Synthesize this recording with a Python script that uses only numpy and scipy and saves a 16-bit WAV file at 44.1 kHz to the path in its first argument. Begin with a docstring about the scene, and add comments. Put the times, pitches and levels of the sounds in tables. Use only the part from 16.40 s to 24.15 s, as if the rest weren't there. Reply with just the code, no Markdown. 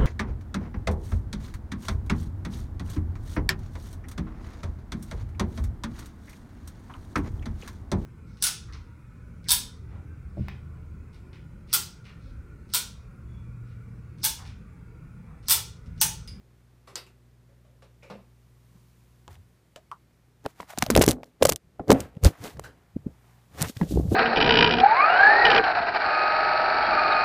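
"""A small camera lies in a quiet room: hum lines, hiss and faint cloth run under a few dying knocks.
From about 3 s a hand grips, lifts and turns it: the shell snaps in short treble cycles, thumps in
low cycles that ring its modes, and hisses as skin drags; handling is densest from 4.4 to 5.9 s,
then thins, and returns after 7.2 s. Gain control ducks the whole mix after loud blows."""
import sys
import numpy as np
from scipy import signal
from scipy.fft import rfft, irfft, next_fast_len
from scipy.io import wavfile
from scipy.ndimage import uniform_filter1d, map_coordinates

SR = 44100
rng = np.random.default_rng(int(sys.argv[2]) if len(sys.argv) > 2 else 0)


def convert_level_to_amplitude(level_db):
    """Map a level in decibels to its linear amplitude factor."""
    exponent = np.asarray(level_db, float) / 20
    return 10 ** exponent


def log_audio(samples):
    """Write samples as a 16-bit WAV file to the path given in sys.argv[1]."""
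    # one column per channel
    frames = np.atleast_2d(samples).T
    # limit to full scale, then quantise
    limited = np.clip(frames, -1, 1)
    pcm = np.round(limited * 32767).astype(np.int16)
    wavfile.write(sys.argv[1], SR, pcm)


N = 341775

# skin sliding on the shell: peak t/s, hiss level/dB, 60 dB rise/ms, t60/ms, drag over hiss/dB
RUBS = [(2.91, -63, 60, 200, 3), (2.945, -62.5, 100, 80, 0), (4.055, -65.5, 73, 140, 9),
        (4.1, -62, 240, 120, 1), (4.207, -60, 210, 320, 3.5), (4.307, -48.5, 100, 135, 3),
        (4.384, -52, 100, 54, 0.5), (4.428, -47, 110, 220, 3.5), (4.508, -43, 37, 150, 7),
        (4.572, -39, 120, 150, 1), (4.6, -42, 100, 100, -4), (4.65, -46, 100, 130, 4),
        (4.621, -21.5, 30, 55, 3.5), (4.695, -35, 60, 110, -2.5), (4.727, -46.5, 100, 48, 5.5),
        (4.86, -69.5, 52, 204, -4), (5.028, -43, 50, 146, 5.5), (5.06, -47, 50, 150, 5.5),
        (5.095, -25, 35, 13, 4), (5.124, -36.5, 29, 20, 10), (5.49, -53.5, 40, 200, 9),
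        (5.521, -20.5, 52, 28, -3.5), (5.544, -54, 100, 400, 15.5), (5.612, -48, 150, 137, 3.5),
        (5.855, -23, 45, 107, -1.5), (5.93, -66.5, 150, 530, 13), (6.059, -43.5, 216, 244, 1.5),
        (6.25, -57, 128, 170, 3), (6.4, -87, 900, 2300, 17), (6.93, -82.5, 1600, 1100, 15),
        (7.217, -39.5, 178, 180, 2.5), (7.245, -45, 100, 95, 10), (7.295, -40.5, 240, 80, -22),
        (7.42, -53, 510, 500, -7), (7.5, -45, 110, 530, -41), (7.7, -54.5, 45, 200, -22),
        (7.749, -41, 200, 100, -32)]


def evened(x):
    """Scales to rms 1."""
    return x / np.sqrt(np.mean(x ** 2) + 1e-20)


def add(mix, start_s, sound):
    """Mixes a sound in from start_s; the end of the mix cuts it."""
    part = mix[round(start_s * SR):][:len(sound)]
    part += sound[:len(part)]


def coloured(x, points):
    """Shapes x by a spectrum of (f/Hz, level/dB) points, straight in log frequency, to rms 1."""
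    size = next_fast_len(len(x))
    f_hz, level_db = np.transpose(points)
    bin_hz = np.fft.rfftfreq(size, 1 / SR)
    gain = convert_level_to_amplitude(np.interp(np.log(bin_hz + 1), np.log(f_hz + 1), level_db))
    return evened(irfft(rfft(x, size) * gain, size)[:len(x)])


def resonate(x, f_hz, width_hz):
    """One-pole complex resonance of about unit gain at its centre."""
    pole = np.exp((2j * np.pi * f_hz - np.pi * width_hz) / SR)
    return 2 * signal.lfilter([1 - abs(pole)], [1, -pole], x).real


def wander(rate_hz):
    """Slow random curve of rms 1: cubic spline through rate_hz random knots a second."""
    knots = rng.standard_normal(int(N * rate_hz / SR) + 4)
    return evened(map_coordinates(knots, [np.arange(N) * rate_hz / SR], order=3))


def grains(per_s, spread_db, smooth):
    """Sparse slips of uneven size over a smooth hiss."""
    size = convert_level_to_amplitude(spread_db * np.minimum(rng.exponential(1, N), 4))
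    size = size * (rng.random(N) < per_s / SR)
    return evened(size * rng.standard_normal(N)) + smooth * rng.standard_normal(N)


def swells(rows):
    """Gain of power-summed swells (t/s, level/dB, rise/ms, t60/ms), straight in dB either side of the peak."""
    t = np.arange(0, N + 32, 32) / SR
    power = 1e-14
    for peak_s, db, rise_ms, t60_ms in rows:
        before = (peak_s - t) / max(rise_ms, 5)
        after = (t - peak_s) / max(t60_ms, 5)
        power = power + convert_level_to_amplitude(db - 60000 * np.maximum(before, after)) ** 2
    return np.interp(np.arange(N) / SR, t, np.sqrt(power))


def blows():
    """A crack at first contact, then a push of a few cycles or a longer ring, sharpest at its crest."""
    # blows and pushes on the shell, and a few longer low rings of it: crest t/s, level/dB,
    # settled f/Hz, t60/ms (4 or more), hardness as crack over push/dB
    blow_rows = [(4.055, -32, 800, 22, -14), (4.0634, -17, 660, 3.2, -18), (4.2023, -33, 966, 44, -1),
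                 (4.2302, -34.5, 914, 5.4, -16), (4.336, -35.5, 640, 21, -13), (4.377, -26, 700, 17, -17),
                 (4.3846, -23, 240, 4.1, -29), (4.424, -18.5, 730, 36, 7), (4.432, -17, 197.3, 16, -31),
                 (4.466, -26.5, 610, 28, -23), (4.5034, -6, 396, 3.7, -11), (4.516, -18, 226, 150, -42),
                 (4.5638, 3.5, 496, 5.3, -17.5), (4.578, -2, 387.6, 4.3, -11.5),
                 (4.594, -9.5, 290, 21, -19), (4.6129, -1, 337, 3.5, -20), (4.6389, -9.5, 421.5, 8.4, -5.5),
                 (4.681, 1.5, 286, 2.5, -16), (4.696, -12.5, 305, 6.9, -23), (4.732, -32, 249.5, 280, -43),
                 (4.833, -36.5, 575.4, 11, 2), (5.0261, 2, 494, 18.7, -24.5),
                 (5.054, -2.5, 536.3, 31, -6.5), (5.0939, -9.5, 490, 11.4, -30),
                 (5.3965, -24.5, 661, 15, -23), (5.5047, 3.5, 459.5, 11.4, -10),
                 (5.5192, 1.5, 417, 5.2, -11), (5.53, -6, 269.6, 113, -42), (5.6158, -26, 264, 10, -20),
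                 (5.7742, -24.5, 139.8, 8.6, -28), (5.839, -16, 100.2, 30, -30.5),
                 (5.848, -10, 60.17, 120, -21), (5.867, 3, 66.36, 35, -25.5), (6.0123, -33, 102, 60, -28),
                 (6.0588, -34, 510, 16, -25), (6.1027, -47, 495, 11, -17), (6.1736, -39.5, 153, 51, -5.5),
                 (6.1961, -24, 532.3, 4.1, -13.5), (6.5676, -19, 229, 7.3, -51.5),
                 (6.6691, -19, 198, 5.9, -45.5), (7.2206, -17.5, 143, 15, -21.5),
                 (7.3, -27.5, 225, 16, -15), (7.3726, -28, 109.6, 47, -13.5),
                 (7.4141, -21.5, 872, 13, -15.5), (7.4159, -37.5, 1670, 59, -20),
                 (7.4167, -13.5, 185, 107, -27), (7.4364, -17.5, 163.7, 67, -21.5),
                 (7.513, -20.5, 273, 8.4, -32), (7.5241, -20.5, 278, 46, -33), (7.545, -18, 154, 17, -39),
                 (7.5614, -16.5, 286, 6.5, -39), (7.575, -11.5, 365, 11, -37), (7.584, -19, 70, 75, -56),
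                 (7.5993, -15, 290, 10, -46), (7.623, -24, 130, 15, -52), (7.6567, -20.5, 167, 48, -46),
                 (7.687, -21.5, 88, 72, -32.5), (7.7223, -11, 290, 11, -51), (7.7467, -13.5, 343, 17, -30)]
    rise_cycles, soft_cycles_per_db = 0.5, 0.012  # a softer contact builds slower
    rounding_per_db = 0.004  # share of the rise over which the crest is rounded, per dB of softness
    out = np.zeros(N)
    since = np.arange(500) / SR
    crack_shape = np.exp(-since / 0.0026) * (1 - np.exp(-since / 0.0001))
    for (crest_s, db, f_hz, t60_ms, hard_db), phase in zip(blow_rows, rng.random(len(blow_rows))):
        rise_s = (rise_cycles - soft_cycles_per_db * hard_db) / f_hz
        t60_s = max(t60_ms, 4) / 1000
        t = np.arange(-1.6 * rise_s, 1.5 * t60_s, 1 / SR)
        shape = np.where(t < 0, np.cos(np.pi / 2 * t / t[0]) ** 2, convert_level_to_amplitude(-60 * t / t60_s))
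        rounding = 25 + int(rounding_per_db * -min(hard_db, 0) * rise_s * SR)
        shape = uniform_filter1d(shape, size=rounding)
        turns = f_hz * (t + 0.00018 * np.tanh(t / 0.0027)) + phase
        octave_gain = convert_level_to_amplitude(-6.5 + 0.22 * hard_db) * np.exp(-abs(t) / 0.0055)
        push = np.sin(2 * np.pi * turns) + octave_gain * np.sin(4 * np.pi * turns)
        add(out, crest_s + t[0], convert_level_to_amplitude(db) * shape * push)
        crack = resonate(rng.standard_normal(500), 1100, 1700)
        crack = evened(resonate(crack, 1200, 2400))
        add(out, crest_s - rise_s, convert_level_to_amplitude(db + hard_db) * crack * crack_shape)
    return out


def shell(x):
    """Modes of the plastic shell ring on after what drives them; a steep low-pass keeps them dull."""
    # shell modes: f/Hz, level/dB, time to fall 95 dB/s
    modes = [(70, -17.5, .1), (130, -7.5, 0.03), (240, -4, 0.067), (290, -3, 0.074), (425, -2, 0.21),
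             (483, -8.5, 0.035), (800, -21.5, 0.0096), (1020, -28, 0.031)]
    rings = 0
    for k, (f_hz, db, t95_s) in enumerate(modes):
        rings = rings + (-1) ** k * convert_level_to_amplitude(db) * resonate(x, f_hz, 3.5 / t95_s)
    return signal.sosfilt(signal.butter(3, 1300, fs=SR, output="sos"), rings)


def small_snaps():
    """Random snaps shed by sliding skin; size follows the hiss, so firm slides crackle."""
    per_s, low_hz, high_hz = 70, 3000, 7500
    firm_db = -40  # hiss level at which a snap exceeds the hiss by over_db or more
    over_db, spread_db, growth_db_per_db = 1.5, 4.5, 1.5
    when, size, tone = rng.random((int(per_s * N / SR), 3)).T
    snap_s = 0.01 + when * (N / SR - 0.02)
    hiss_gain = swells(np.array(RUBS)[:, :4])
    hiss_db = 20 * np.log10(hiss_gain[(snap_s * SR).astype(int)])
    db = firm_db + growth_db_per_db * (hiss_db - firm_db) + over_db - spread_db * np.log(1 - size)
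    return list(zip(snap_s, db, low_hz + tone * (high_hz - low_hz)))


def ticks():
    """A slip is a cycle or two of treble with a fizz of smaller slips behind it."""
    # clearest snaps of the shell under the fingers: t/s, level/dB, centre f/Hz
    tick_rows = [(2.93, -46, 4440), (2.955, -45.5, 2500), (4.0425, -45, 6000), (4.05, -43, 4000),
                 (4.0617, -24, 3630), (4.2023, -50, 2400), (4.2072, -33.5, 3660), (4.3762, -26.5, 4000),
                 (4.3863, -11.5, 6900), (4.3898, -17.5, 6750), (4.4222, -30.5, 4200), (4.4251, -5, 6030),
                 (4.4328, -27.5, 4680), (4.4391, -19, 6200), (4.4643, -18.5, 3980), (4.4871, -40, 2700),
                 (4.5029, -7.5, 6600), (4.5061, -4, 7900), (4.5125, -16, 4300), (4.5227, -29.5, 3660),
                 (4.5523, -4.5, 2870), (4.5638, 4.5, 3510), (4.5756, -1.5, 5330), (4.586, -26, 7280),
                 (4.5946, -11.5, 6800), (4.6115, -15.5, 4130), (4.6152, -3.5, 2750), (4.6184, -3.5, 5460),
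                 (4.6235, 1, 8260), (4.6281, -8, 7400), (4.6383, -8.5, 4200), (4.6415, -7.5, 6800),
                 (4.6605, -23.5, 5010), (4.664, -6, 7890), (4.6799, 1, 6670), (4.6869, -4.5, 6200),
                 (4.6898, -4, 7500), (4.6952, -14, 7800), (4.699, -14.5, 9060), (4.7045, -16.5, 6210),
                 (4.7104, -5, 7230), (4.7156, -7.5, 8960), (4.7316, -27.5, 5970), (4.834, -39.5, 2510),
                 (4.8432, -40, 5240), (5.0246, -5, 4040), (5.0273, -3, 3840), (5.0315, -4, 7860),
                 (5.0401, -15.5, 9500), (5.0522, 1.5, 6200), (5.0557, 2, 6800), (5.0694, -9, 6760),
                 (5.073, -13.5, 7300), (5.084, -28.5, 4640), (5.0924, 1.5, 8300), (5.0956, -0.5, 7700),
                 (5.0988, -1.5, 7500), (5.1138, -29, 7010), (5.1223, -6, 7260), (5.1275, -13, 9600),
                 (5.1339, -19.5, 6870), (5.1605, -12, 6850), (5.482, -33.5, 4980), (5.4976, -34.5, 2780),
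                 (5.5052, -4, 5650), (5.5168, -1.5, 4730), (5.5274, -7.5, 6620), (5.6045, -14.5, 6640),
                 (5.6072, -17.5, 7450), (5.752, -51, 2490), (5.767, -53, 2400), (5.838, -11.5, 7500),
                 (5.8476, -1.5, 7280), (5.8534, -18.5, 6800), (5.8642, -13.5, 3600), (5.8691, -11.5, 3700),
                 (6.0403, -24.5, 4950), (6.061, -32, 4420), (6.0773, -30, 2940), (6.105, -40, 3000),
                 (6.173, -43.5, 4900), (6.1962, -25.5, 6760), (7.2116, -16, 5260), (7.219, -8, 7560),
                 (7.2254, -5, 7200), (7.3705, -27, 3800)]
    rows = [*tick_rows, *small_snaps()]
    out = np.zeros(N)
    t = np.arange(-40, 900) / SR
    fizz_gain = (t > 0) * (convert_level_to_amplitude(-10.5) * np.exp(-t / 0.00079) + convert_level_to_amplitude(-39.5) * np.exp(-t / 0.01))
    for (snap_s, db, f_hz), phase in zip(rows, rng.random(len(rows))):
        snap = np.exp(-(t * f_hz / 0.55) ** 2) * np.cos(2 * np.pi * (f_hz * t + phase))
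        noise = rng.standard_normal(len(t))
        noise = noise - 0.5 * uniform_filter1d(noise, size=15)  # less bass
        fizz = fizz_gain * evened(resonate(noise, f_hz, 4.8 * f_hz))
        add(out, snap_s + t[0], convert_level_to_amplitude(db) * (snap + fizz))
    return out


def grips():
    """Skin hisses and drags over the shell; jolts shake its modes and heave the whole body."""
    # spectra: f/Hz, level/dB
    skin_spectrum = [(900, -38), (2000, -13), (3500, -4), (5500, -5), (7000, -5), (9000, -7.5), (15000, -9)]
    drag_spectrum = [(300, -30), (700, 9.5), (1100, 5.5), (2000, 1.5), (3200, -10.5), (6000, -32)]
    heave_spectrum = [(15, -44), (35, -9.5), (60, 5.5), (110, 3), (180, -1.5), (400, -57)]
    # jolts of the hand: peak t/s, mode rattle level/dB, body heave level/dB, 60 dB rise/ms, t60/ms
    jolt_rows = [(4.064, -27.5, -38.5, 47, 38), (4.205, -43, -75, 28, 99), (4.4, -60, -47, 180, 160),
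                 (4.44, -43, -29.5, 106, 33), (4.49, -40.5, -35, 120, 360), (4.581, -16, -15, 140, 230),
                 (4.689, -20, -20, 95, 165), (4.76, -41.5, -50, 320, 314), (5.02, -19.5, -33, 29, 183),
                 (5.06, -30, -28, 60, 155), (5.12, -30, -30, 100, 100), (5.273, -80.5, -54, 240, 130),
                 (5.36, -58, -68, 14.5, 130), (5.399, -31, -56.5, 19, 140), (5.503, -8, -29, 45, 222),
                 (5.772, -50.5, -51, 150, 94), (5.857, -15, -13.5, 63, 113), (5.6, -42, -37.5, 180, 340),
                 (6.051, -38, -49, 185, 250), (6.18, -50, -39.5, 200, 280), (6.285, -53.5, -55, 260, 390),
                 (6.567, -60.5, -40, 90, 230), (6.673, -51, -43.5, 120, 200), (7.232, -31, -27.5, 196, 185),
                 (7.42, -29, -27.5, 59, 153), (7.575, -35.5, -24, 300, 630), (7.723, -21, -17.5, 44, 71)]
    slips = grains(3000, 2.5, smooth=1.5)
    slips = slips * convert_level_to_amplitude(1.2 * wander(90))
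    peak_s, hiss_db, rise_ms, t60_ms, drag_db = np.transpose(RUBS)
    hiss = swells(zip(peak_s, hiss_db, rise_ms, t60_ms)) * coloured(slips, skin_spectrum)
    drag = swells(zip(peak_s, hiss_db + drag_db, rise_ms, t60_ms)) * coloured(slips, drag_spectrum)
    peak_s, rattle_db, heave_db, rise_ms, t60_ms = np.transpose(jolt_rows)
    shaken = evened(shell(grains(400, 1.1, smooth=0.67)))
    rattle = swells(zip(peak_s, rattle_db, rise_ms, t60_ms)) * shaken
    rumble = coloured(rng.standard_normal(N), heave_spectrum)
    heave = swells(zip(peak_s, heave_db, rise_ms, t60_ms)) * rumble
    return hiss + drag + rattle + heave


def knocks():
    """Each knock arrives as a dense dying cloud of reflections with one ring standing out."""
    # knocks heard through the room: t/s, level/dB, ring f/Hz, ring over cloud/dB, t60/s (0.02 or more)
    knock_rows = [(0.472, -51, 1130, -8, 0.44), (0.498, -67.5, 385, 8, 1), (.556, -39, 4780, -0.5, 0.27),
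                  (0.5562, -45, 6800, 17, 0.019), (0.665, -61.5, 2630, -5, 0.28),
                  (1.09, -70.5, 546, 3.5, 0.38), (1.245, -68, 563, 3, 0.52), (1.422, -56, 536, -4, 0.3),
                  (1.624, -65.5, 2360, 6, 1), (1.63, -53.5, 523, -0.5, 0.3), (1.7, -40, 192, 2, 0.3),
                  (2.345, -69, 181, 15, 0.34), (2.879, -49, 870, 12, 0.033), (2.884, -54, 82, 18, 0.17),
                  (2.964, -63.5, 96, 24.5, 0.2), (3.36, -52, 3060, 9.5, 0.019),
                  (3.362, -48.5, 646, 2, 0.12), (3.515, -52.5, 1070, 17, 0.11),
                  (6.239, -48, 1560, 1.5, 0.27)]
    out = np.zeros(N)
    t = np.arange(SR // 2) / SR
    peak_hz = np.geomspace(400, 16000, 60)
    for start_s, db, ring_hz, ring_db, t60_s in knock_rows:
        # a thing that rings higher also sounds brighter
        slope_db_per_octave = -4 + 1.46 * np.log2(ring_hz / 1000)
        noise = rng.standard_normal(len(t))
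        # many small resonances of the room
        peaks_db = 2.5 * rng.standard_normal(len(peak_hz))
        level_db = slope_db_per_octave * np.log2(peak_hz / peak_hz[0]) + peaks_db
        level_db = level_db - 6 * (peak_hz / 10000) ** 2
        cloud = coloured(noise, [(60, -40), (250, -10), *zip(peak_hz, level_db)])
        treble = cloud - uniform_filter1d(cloud, size=7)
        cloud -= (1 - convert_level_to_amplitude(-60 * t)) * treble  # treble dies first
        ring = resonate(noise, ring_hz, 0.18 * ring_hz)
        ring = evened(resonate(ring, ring_hz, 0.5 * ring_hz))
        near = np.exp(-(t60_s / 0.39) ** 4)  # short tails come from near, with a sharp direct sound
        direct = 1 + 6.5 * near * np.exp(-t / 0.0005)
        onset = 1 - np.exp(-t / (0.00015 + 0.0027 * (1 - near)))
        fade = convert_level_to_amplitude(db - 60 * t / max(t60_s, 0.02))
        build = 1 - np.exp(-t * ring_hz / 0.5)  # the ring builds over a cycle or two
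        ring_gain = convert_level_to_amplitude(ring_db - 0.035 * ring_hz * t) * build
        add(out, start_s, fade * (direct * onset * cloud + ring_gain * ring))
    return out


def room():
    """Wavering hum lines, air and electronic hiss, and a little cloth."""
    # mains hum carried through the resting surface: f/Hz, relative level/dB
    hum_lines = [(60, -65.5), (120, -63), (136, -77), (180, -83.5), (240, -77.5), (360, -82.5)]
    # hum coupling to the microphone and faint cloth movement: t/s, hum gain/dB, rustle level/dB
    room_levels = [(0, 1, -84), (.4, 1, -80.5), (1, 2, -82), (2.1, 2, -76.5), (2.4, 2, -72),
                   (2.75, 0.5, -74.5), (2.95, 4, -75), (3.2, -7.5, -79), (3.901, -4, -81.5),
                   (5, -11.5, -89), (6.601, -4, -78.5), (6.9, 1, -71.5), (7.1, -4, -74.5),
                   (7.75, -7.5, -73)]
    # spectra: f/Hz, level/dB
    air_spectrum = [(15, -38.5), (25, -18.5), (127, -6), (149, -9.5), (175, -6), (236, -16.5), (285, -17),
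                    (363, -16), (863, -26), (2110, -29), (2690, -33.5), (14800, -43), (16000, -67.5)]
    cloth_spectrum = [(590, -37.5), (1000, -2), (1630, -16), (2130, -10.5), (14800, -14), (16000, -21)]
    point_s, hum_db, rustle_db = np.transpose(room_levels)
    t = np.arange(N) / SR
    hum = np.zeros(N)
    for f_hz, db in hum_lines:
        gain = np.sqrt(2) * convert_level_to_amplitude(db + 0.31 * wander(2.1))
        hum += gain * np.sin(2 * np.pi * f_hz * t + 0.15 * wander(2.2))
    air = convert_level_to_amplitude(-65.5 + 0.36 * wander(0.85)) * coloured(rng.standard_normal(N), air_spectrum)
    cloth = coloured(grains(1500, 2.6, smooth=2.6), cloth_spectrum)
    hum_gain = convert_level_to_amplitude(np.interp(t, point_s, hum_db))
    rustle_gain = convert_level_to_amplitude(np.interp(t, point_s, rustle_db))
    return hum_gain * hum + air + rustle_gain * cloth


def scene():
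    """Handling through the shell, knocks and room through the air; blows also ring the shell."""
    hits = blows()
    handling = ticks() + hits + convert_level_to_amplitude(-15.5) * shell(hits) + grips()
    return (handling + knocks() + room())[None]


def roll_off(x):
    """The treble ends steeply here."""
    return signal.sosfilt(signal.butter(12, 16510, fs=SR, output="sos"), x)


def record(dry):
    """Gain control falls fast and recovers slowly; then soft overload and a steep band edge."""
    threshold_db, fall_db_per_s = -24.0, 54.0  # the held level falls at this rate
    cut_db_per_db = 0.19
    power_db = 10 * np.log10(abs(uniform_filter1d(dry[0] ** 2, size=600)) + 1e-12)
    fall_db = np.arange(N) * fall_db_per_s / SR
    held_db = np.maximum.accumulate(power_db + fall_db) - fall_db
    over_db = np.maximum(held_db - threshold_db, 0)
    cut = convert_level_to_amplitude(cut_db_per_db * uniform_filter1d(over_db, size=300))
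    ducked = np.tanh(1.256 * dry / cut) / 1.097
    band = signal.oaconvolve(ducked, signal.firwin(255, 15300, fs=SR)[None], "same")
    mix = band + convert_level_to_amplitude(-29.5) * (ducked - band)  # a little passes above the edge
    return roll_off(mix)


dry = scene()
out = record(dry)
log_audio(out)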